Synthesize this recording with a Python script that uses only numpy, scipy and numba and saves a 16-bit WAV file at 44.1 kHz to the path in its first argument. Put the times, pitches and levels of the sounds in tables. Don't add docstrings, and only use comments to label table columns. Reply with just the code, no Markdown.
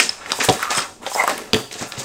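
import sys
import numpy as np
from scipy import signal
from scipy.fft import rfft, irfft
from scipy.io import wavfile
from numba import njit

SR = 44100
rng = np.random.default_rng(int(sys.argv[2]) if len(sys.argv) > 2 else 0)


def wav_out(sig):
    wavfile.write(sys.argv[1], SR, np.round(np.clip(np.atleast_2d(sig).T, -1, 1) * 32767).astype(np.int16))


def level_to_linear(level):
    exponent = np.asarray(level, float) / 20
    return 10 ** exponent


N = 90272

# start in seconds, relative level in dB, centre pitch in Hz,
# time scale of the volley in seconds, relative level of the bright ticks in dB.
CLACK_VOLLEYS = [(0,0.5,2470,0.0035,-15), (.012,-8.5,2860,0.011,-19), (0.0927,-13.5,3900,0.0018,-18),
                 (0.238,-32,1720,0.0032,-53), (0.26,-19,2230,0.0025,-31), (0.3024,-14,2540,0.0051,-19),
                 (0.3191,-1.5,4070,.001,-27), (0.4054,-4.5,2270,0.015,-32), (0.4345,-28,5960,0.004,2),
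                 (0.4395,-24.5,7000,0.0022,17.5), (0.448,-15,6600,0.005,-2), (0.4883,-3,2780,0.0036,-8),
                 (0.4953,-6,5030,0.0038,-28), (.5245,-16.5,6040,0.0087,6), (0.5306,-24,7650,0.0031,0),
                 (0.6274,-9,1650,0.0078,-2), (0.6531,-19,1550,0.0021,-22), (0.7048,-9,4770,0.0075,-18),
                 (0.7808,-8.5,2330,.006,-23), (1.0644,-15,3400,0.0077,-15), (1.2378,-19,1400,0.0018,9.5),
                 (1.2771,-7,1340,.002,1.5), (1.294,-14,1540,0.0064,3), (1.378,-19,2460,0.0048,6),
                 (1.5328,1,3640,.002,-36), (1.544,-4,2690,0.0027,-6), (1.7119,-22,2980,.005,-20),
                 (1.728,-21,5700,0.00092,-13), (1.74,-20.5,3900,0.002,-9), (1.9212,-15,4200,.0012,-30), ]
CONTACTS = 24
CONTACT_CYCLES, CONTACT_SPREAD = 12, .24
CONTACT_DB, TICK_DB = -8, -6

# start in seconds, relative level in dB, extra level of all modes
# but the two lowest in dB.
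TING_BLOWS = [(0,-17.5,2), (.03,-33,-1), (.0925,-13.5,-18), (.6,-41,4.5), (.632,-35,0), (.7495,-26,0),
              (.761,-26,-2), (.772,-22.5,1), (.781,-24.5,-1), (.789,-25,-1), (.803,-25,-4), (.82,-29,-4),
              (1.134,-34,-13), (1.146,-24.5,-12)]
# pitch in Hz, level in dB, t60 in seconds.
FITTING_MODES = [(5130,-5,.03), (5200,-4,.035), (8250,-8,.03), (8520,-5,.035), (10000,-10,.03),
                 (10180,-10,.025), (12880,-14,.03)]

# time in seconds, then relative levels in dB for low, middle, high and
RUSTLE_LEVELS = [(0,-24,-31.5,-14.5,-28.5), (.16,-47.5,-41,-57.5,-74), (.31,-31,-30.5,-39.5,-42.5),
                 (0.386,-46,-35.5,-40.5,-33), (0.413,-20.5,-20.5,-21.5,-40.5), (0.452,-31.5,-25,-25,-23.5),
                 (.485,-68,-26,-41,-45), (.54,-20,-27,-30,-31), (.58,-39,-37,-47,-46),
                 (0.629,-43,-29.5,-31,-43), (0.688,-40,-33,-50,-72), (0.713,-24,-17,-27.5,-30),
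                 (0.738,-44,-24.5,-31,-40), (0.784,-19.5,-25.5,-25,-28), (0.829,-36.5,-29,-33,-75),
                 (.88,-41.5,-35,-65,-88), (.99,-41,-69,-76,-103), (1.024,-30.5,-37,-55,-49),
                 (1.078,-44,-31.5,-38.5,-43), (1.11,-67,-40.5,-36.5,-34), (1.19,-36,-33.5,-35,-29.5),
                 (1.26,-45,-29,-40,-49), (1.299,-23.5,-22,-30,-38), (1.359,-28,-35,-40.5,-55),
                 (1.521,-39.5,-45.5,-53.5,-66), (1.56,-28,-27,-41,-33), (1.699,-43,-55,-70,-58.5),
                 (1.718,-29.5,-38,-37.5,-44), (1.772,-50,-41,-40.5,-50), (1.821,-19.5,-29,-29.5,-35.5),
                 (1.851,-32,-37,-36.5,-59), (1.888,-43,-36.5,-53,-34.5), (1.965,-39,-37,-44,-60),
                 (1.994,-24.5,-36,-29,-32.5), (2.047,-36,-36.5,-39.5,-50)]
# one value each, in Hz.
RUSTLE_CENTRES_HZ = [330, 1300, 5500, 11500]
# pitch in Hz, relative level in dB.
SLAT_MODES = [(1240, -18.5), (1360, -3.5), (1735, 2.5), (1890, -7), (2650, -0.5), (3200, -14), (3800, 1),
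              (4700, -4.5), (5150, -11.5), (6500, -1), (7300, 0), (8450, -11)]
SLAT_SHARE, SLAT_CYCLES = .2, 35
GRAINS_PER_S, GRAIN_CYCLES, GRAIN_RISE = 14000, 9.2, 0.13
GRAIN_SPREAD_DB, RUSTLE_FLICKER_DB, RUSTLE_DB = 2.2, 1.5, -3

# band centre in Hz, t60 in seconds.
ROOM_DECAY = [(150, 0.11), (600, 0.29), (2000, 0.18), (5000, 0.093), (11000, 0.51)]
ROOM_DB, ROOM_GAP_S = -7, 0.0013

# frequency in Hz, relative density in dB per Hz.
AIR_SPECTRUM = [(20, -9.5), (45, -13.5), (90, -6), (200, -16.5), (900, -18), (3000, -40), (15500, -46)]
AIR_DB = -55.5

# start in seconds, relative level in dB, factor on the modes' pitch.
KNOCK_BLOWS = [(0.332,-23.5,1.08), (0.7146,-20,0.93), (1.0648,-22,0.99), (1.072,-24,0.65),
               (1.1171,-23,1.01), (1.151,-19,1), (1.1604,-16,0.91), (1.238,-16.5,.9), (1.277,-14.5,1.39),
               (1.294,-20.5,.8), (1.313,-20,0.87)]
# pitch in Hz before that factor, level in dB, t60 in seconds.
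BODY_MODES = [(552,-5,0.055), (690,-2.5,0.033), (798,7,0.052), (908,3,0.062), (1080,-19,0.018)]

# start in seconds,
# relative level in dB, tilt in dB per octave.
BENCH_BLOWS = [(.388,-21.5,7.5), (.4862,-2,3.5), (.4965,-4,5.5), (.706,-36.5,13), (.775,-21,5.5),
               (1.293,-35,0)]
# pitch in Hz, level in dB, t60 in seconds.
BENCH_MODES = [(59.5, 4, 0.13), (134, 4, 0.1), (299, -4, 0.0535), (451, 0, 0.046), (524, 1.5, 0.028),
               (618, -1, 0.035), (730, -6, 0.074), (933, -3.5, 0.023)]
# start in seconds, relative level in dB,
# tilt in dB per octave.
CABINET_BLOWS = [(1.533, -3, 5), (1.545, -3.5, 0.5), (1.755, -26, 9), (1.812, -19, -7),
                 (1.825, -35.5, 16.5), (1.978, -29, -18), (1.992, -37, -17)]
# pitch in Hz, level in dB, t60 in seconds.
CABINET_MODES = [(111, -14, 0.13), (126.7, -9, 0.24), (158, -14, 0.061), (226.4, -1.5, 0.084),
                 (280, -3.5, 0.061), (341, -9, 0.11), (435.6, -2.5, 0.074), (590, -17.5, 0.048),
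                 (683, -13.5, 0.078), (896, -21.5, 0.045)]
THUD_DB, THUD_RISE_S = -9.5, 0.0012

# time in seconds, relative level in dB.
SLIDE_LEVELS = [(0.59, -19.5), (0.628, -23.5), (0.79, -18.5), (0.86, -30.5)]
SLIDE_HZ, SLIDE_WIDTH_HZ, SLIDE_DB = 1225, 160, -12

# time in seconds, pitch of the high ring in Hz, high level in dB, low level in dB.
SCRAPE_PATH = [(1.165, 2060, -52, -34.5), (1.201, 2054, -22, -22), (1.245, 2070, -36, -22)]
SCRAPE_LOW_HZ, SCRAPE_HIGH_WIDTH_HZ, SCRAPE_LOW_WIDTH_HZ = 880, 165, 300
SCRAPE_SLIPS_PER_S = 1500

# frequency in Hz, gain in dB.
MIC_COLOUR = [(1000, 4), (4000, 4), (8300, 10.5), (9300, 3.5), (12000, -1.5), (15500, 2)]
CLIP, TOP_HZ = 0.93, 15800


def colour(x, points):
    hz, db = np.array(points, float).T
    f = np.maximum(np.fft.rfftfreq(len(x), 1 / SR), 1)
    gain = level_to_linear(np.interp(np.log(f), np.log(hz), db))
    return irfft(rfft(x) * gain, len(x))


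def band(x, hz, width_hz):
    return signal.lfilter(*signal.iirpeak(hz, hz / width_hz, SR), x)


def highpass(x, hz):
    return signal.lfilter(*signal.butter(2, hz, "high", fs=SR), x)


def unit(x):
    return x / np.sqrt(np.mean(x ** 2))


def curve(rows, col, off=-90):
    rows = np.array(rows, float)
    return np.interp(np.arange(N) / SR, rows[:, 0], rows[:, col], off, off)


@njit
def ring(start, hz, t60, size, rise, length):
    out = np.zeros(length)
    for k in range(len(start)):
        turn, z = np.exp((2j * np.pi * hz[k] - 6.908 / t60[k]) / SR), size[k] + 0j
        fade, unrisen = np.exp(-1 / (rise[k] * SR)), 1.
        for i in range(int(start[k] * SR), min(length, int((start[k] + t60[k]) * SR))):
            out[i] += z.imag * (1 - unrisen)
            z, unrisen = z * turn, unrisen * fade
    return out


def strike(s, db, modes, detune=0.019, rise_s=0.000075):
    hz, mode_db, t60 = np.array(modes, float).T
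    chance = rng.standard_normal((len(s), 2, len(hz)))
    size = level_to_linear(db + mode_db + 2 * chance[:, 0]).ravel()
    pitch = (hz * (1 + detune * chance[:, 1])).ravel()
    return ring(np.repeat(s, len(hz)), pitch, np.tile(t60, len(s)), size, rise_s + 0 * size, N)


def clacks():
    s, db, hz, volley_s, tick_db = np.array(CLACK_VOLLEYS, float).T[:, :, None]
    u = rng.random((len(s), CONTACTS))
    pitch_chance, level_chance = rng.standard_normal((2, len(s), CONTACTS))
    late = -np.log(1 - u) * (np.arange(CONTACTS) > 1)
    bright = np.arange(CONTACTS) % 3 == 1
    tick_hz = 10500 * np.exp(CONTACT_SPREAD * pitch_chance)
    contact_hz = hz * np.exp(CONTACT_SPREAD * np.minimum(late + .5, 1.5) * pitch_chance)
    f = np.clip(np.where(bright, tick_hz, contact_hz), 300, 15500).ravel()
    kind_db = np.where(bright, tick_db + TICK_DB, CONTACT_DB)
    size = level_to_linear(db + kind_db + 1.5 * level_chance - 3 * late).ravel()
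    start = (s + late * np.where(bright, .4, 1) * volley_s).ravel()
    return ring(start, f, CONTACT_CYCLES / f, size, 0.1 / f, N)


def tings():
    s, db, upper_db = np.array(TING_BLOWS, float).T[:, :, None]
    is_upper = np.arange(len(FITTING_MODES)) > 1
    return strike(s[:, 0], db + upper_db * is_upper, FITTING_MODES, .006)


def rustle():
    when, pitch, kind, strength = rng.random((int(GRAINS_PER_S * N / SR), 4)).T
    s = when * N / SR
    slat_hz, slat_db = np.array(SLAT_MODES, float).T
    pick = (pitch * len(SLAT_MODES)).astype(int)
    held = kind < SLAT_SHARE
    held_hz = slat_hz[pick] * (1 + 0.013 * (kind / SLAT_SHARE - .5))
    hz = np.where(held, held_hz, 190 * 82 ** (pitch ** 0.574))
    t60 = np.where(held, SLAT_CYCLES, GRAIN_CYCLES) / hz

    rows = np.array(RUSTLE_LEVELS, float)
    levels = np.array([np.interp(s, rows[:, 0], c) for c in rows[:, 1:].T])
    columns = np.arange(len(RUSTLE_CENTRES_HZ))
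    place = np.interp(np.log(hz), np.log(RUSTLE_CENTRES_HZ), columns)
    weight = np.maximum(1 - np.abs(place - columns[:, None]), 0)

    flicker = np.repeat(rng.standard_normal(N // 400 + 1), 400)[(s * SR).astype(int)]
    db = (weight * levels).sum(0) + held * slat_db[pick]
    db = db - GRAIN_SPREAD_DB * 1.2 * np.log(1 - .97 * strength)
    db = db + RUSTLE_FLICKER_DB * np.clip(flicker, -2, 2)
    size = level_to_linear(db + RUSTLE_DB) / np.sqrt(t60 * 100)
    return ring(s, hz, t60, size, GRAIN_RISE * t60, N)


def room(x):
    t = np.arange(SR // 2) / SR
    tail = 0
    for hz, t60 in ROOM_DECAY:
        tail = tail + band(rng.standard_normal(len(t)), hz, 1.02 * hz) * 1000 ** (-t / t60)
    tail = tail * np.clip(t / ROOM_GAP_S - 1, 0, 1)
    return signal.fftconvolve(x, tail / np.sqrt(np.sum(tail ** 2)))[:N] * level_to_linear(ROOM_DB)


def air():
    return unit(colour(rng.standard_normal(N), AIR_SPECTRUM)) * level_to_linear(AIR_DB)


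def knocks():
    out = 0
    for s, db, factor in KNOCK_BLOWS:
        out = out + strike(np.array([s]), db - 10.5, np.array(BODY_MODES) * [factor, 1, 1], 0.036)
    return out


def thuds(blows, modes):
    s, db, tilt = np.array(blows, float).T[:, :, None]
    octaves = np.log2(np.array(modes)[:, 0] / 250)
    return strike(s[:, 0], db + THUD_DB + tilt * octaves, modes, .01, THUD_RISE_S)


def slips(rate):
    u = rng.random((2, N))
    return (u[0] < rate / SR) * (u[1] - .3)


def slide():
    hum = unit(band(slips(700), SLIDE_HZ, SLIDE_WIDTH_HZ))
    return hum * level_to_linear(curve(SLIDE_LEVELS, 1) + SLIDE_DB)


def scrape():
    pulses, hz = slips(SCRAPE_SLIPS_PER_S), curve(SCRAPE_PATH, 1, 2260)
    carrier = np.exp(2j * np.pi * np.cumsum(hz) / SR)
    lowpass = signal.butter(2, SCRAPE_HIGH_WIDTH_HZ / 2, fs=SR)
    slow = signal.lfilter(*lowpass, pulses * np.conj(carrier))
    high = unit((slow * carrier).real)
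    low = unit(band(band(pulses, SCRAPE_LOW_HZ, SCRAPE_LOW_WIDTH_HZ), SCRAPE_LOW_HZ, 840))
    return high * level_to_linear(curve(SCRAPE_PATH, 2)) + low * level_to_linear(curve(SCRAPE_PATH, 3))


def scene():
    ting = tings()
    slats = highpass(clacks() + knocks(), 350.)
    wood = thuds(BENCH_BLOWS, BENCH_MODES) + thuds(CABINET_BLOWS, CABINET_MODES)
    handled = slats + wood + rustle() + scrape() + slide()
    handled = highpass(handled, 95.)
    tail = room(handled + level_to_linear(-10) * ting)
    return (handled + ting + tail + air())[None]


def top_cut(x):
    return signal.sosfilt(signal.butter(12, 15700, fs=SR, output="sos"), x)


def record(dry):
    x = colour(dry[0], MIC_COLOUR)
    x = np.clip(x[None], -CLIP, CLIP)
    x = signal.sosfilt(signal.ellip(8, .2, 60, TOP_HZ, fs=SR, output="sos"), x)
    return top_cut(x)


dry = scene()
out = record(dry)
wav_out(out)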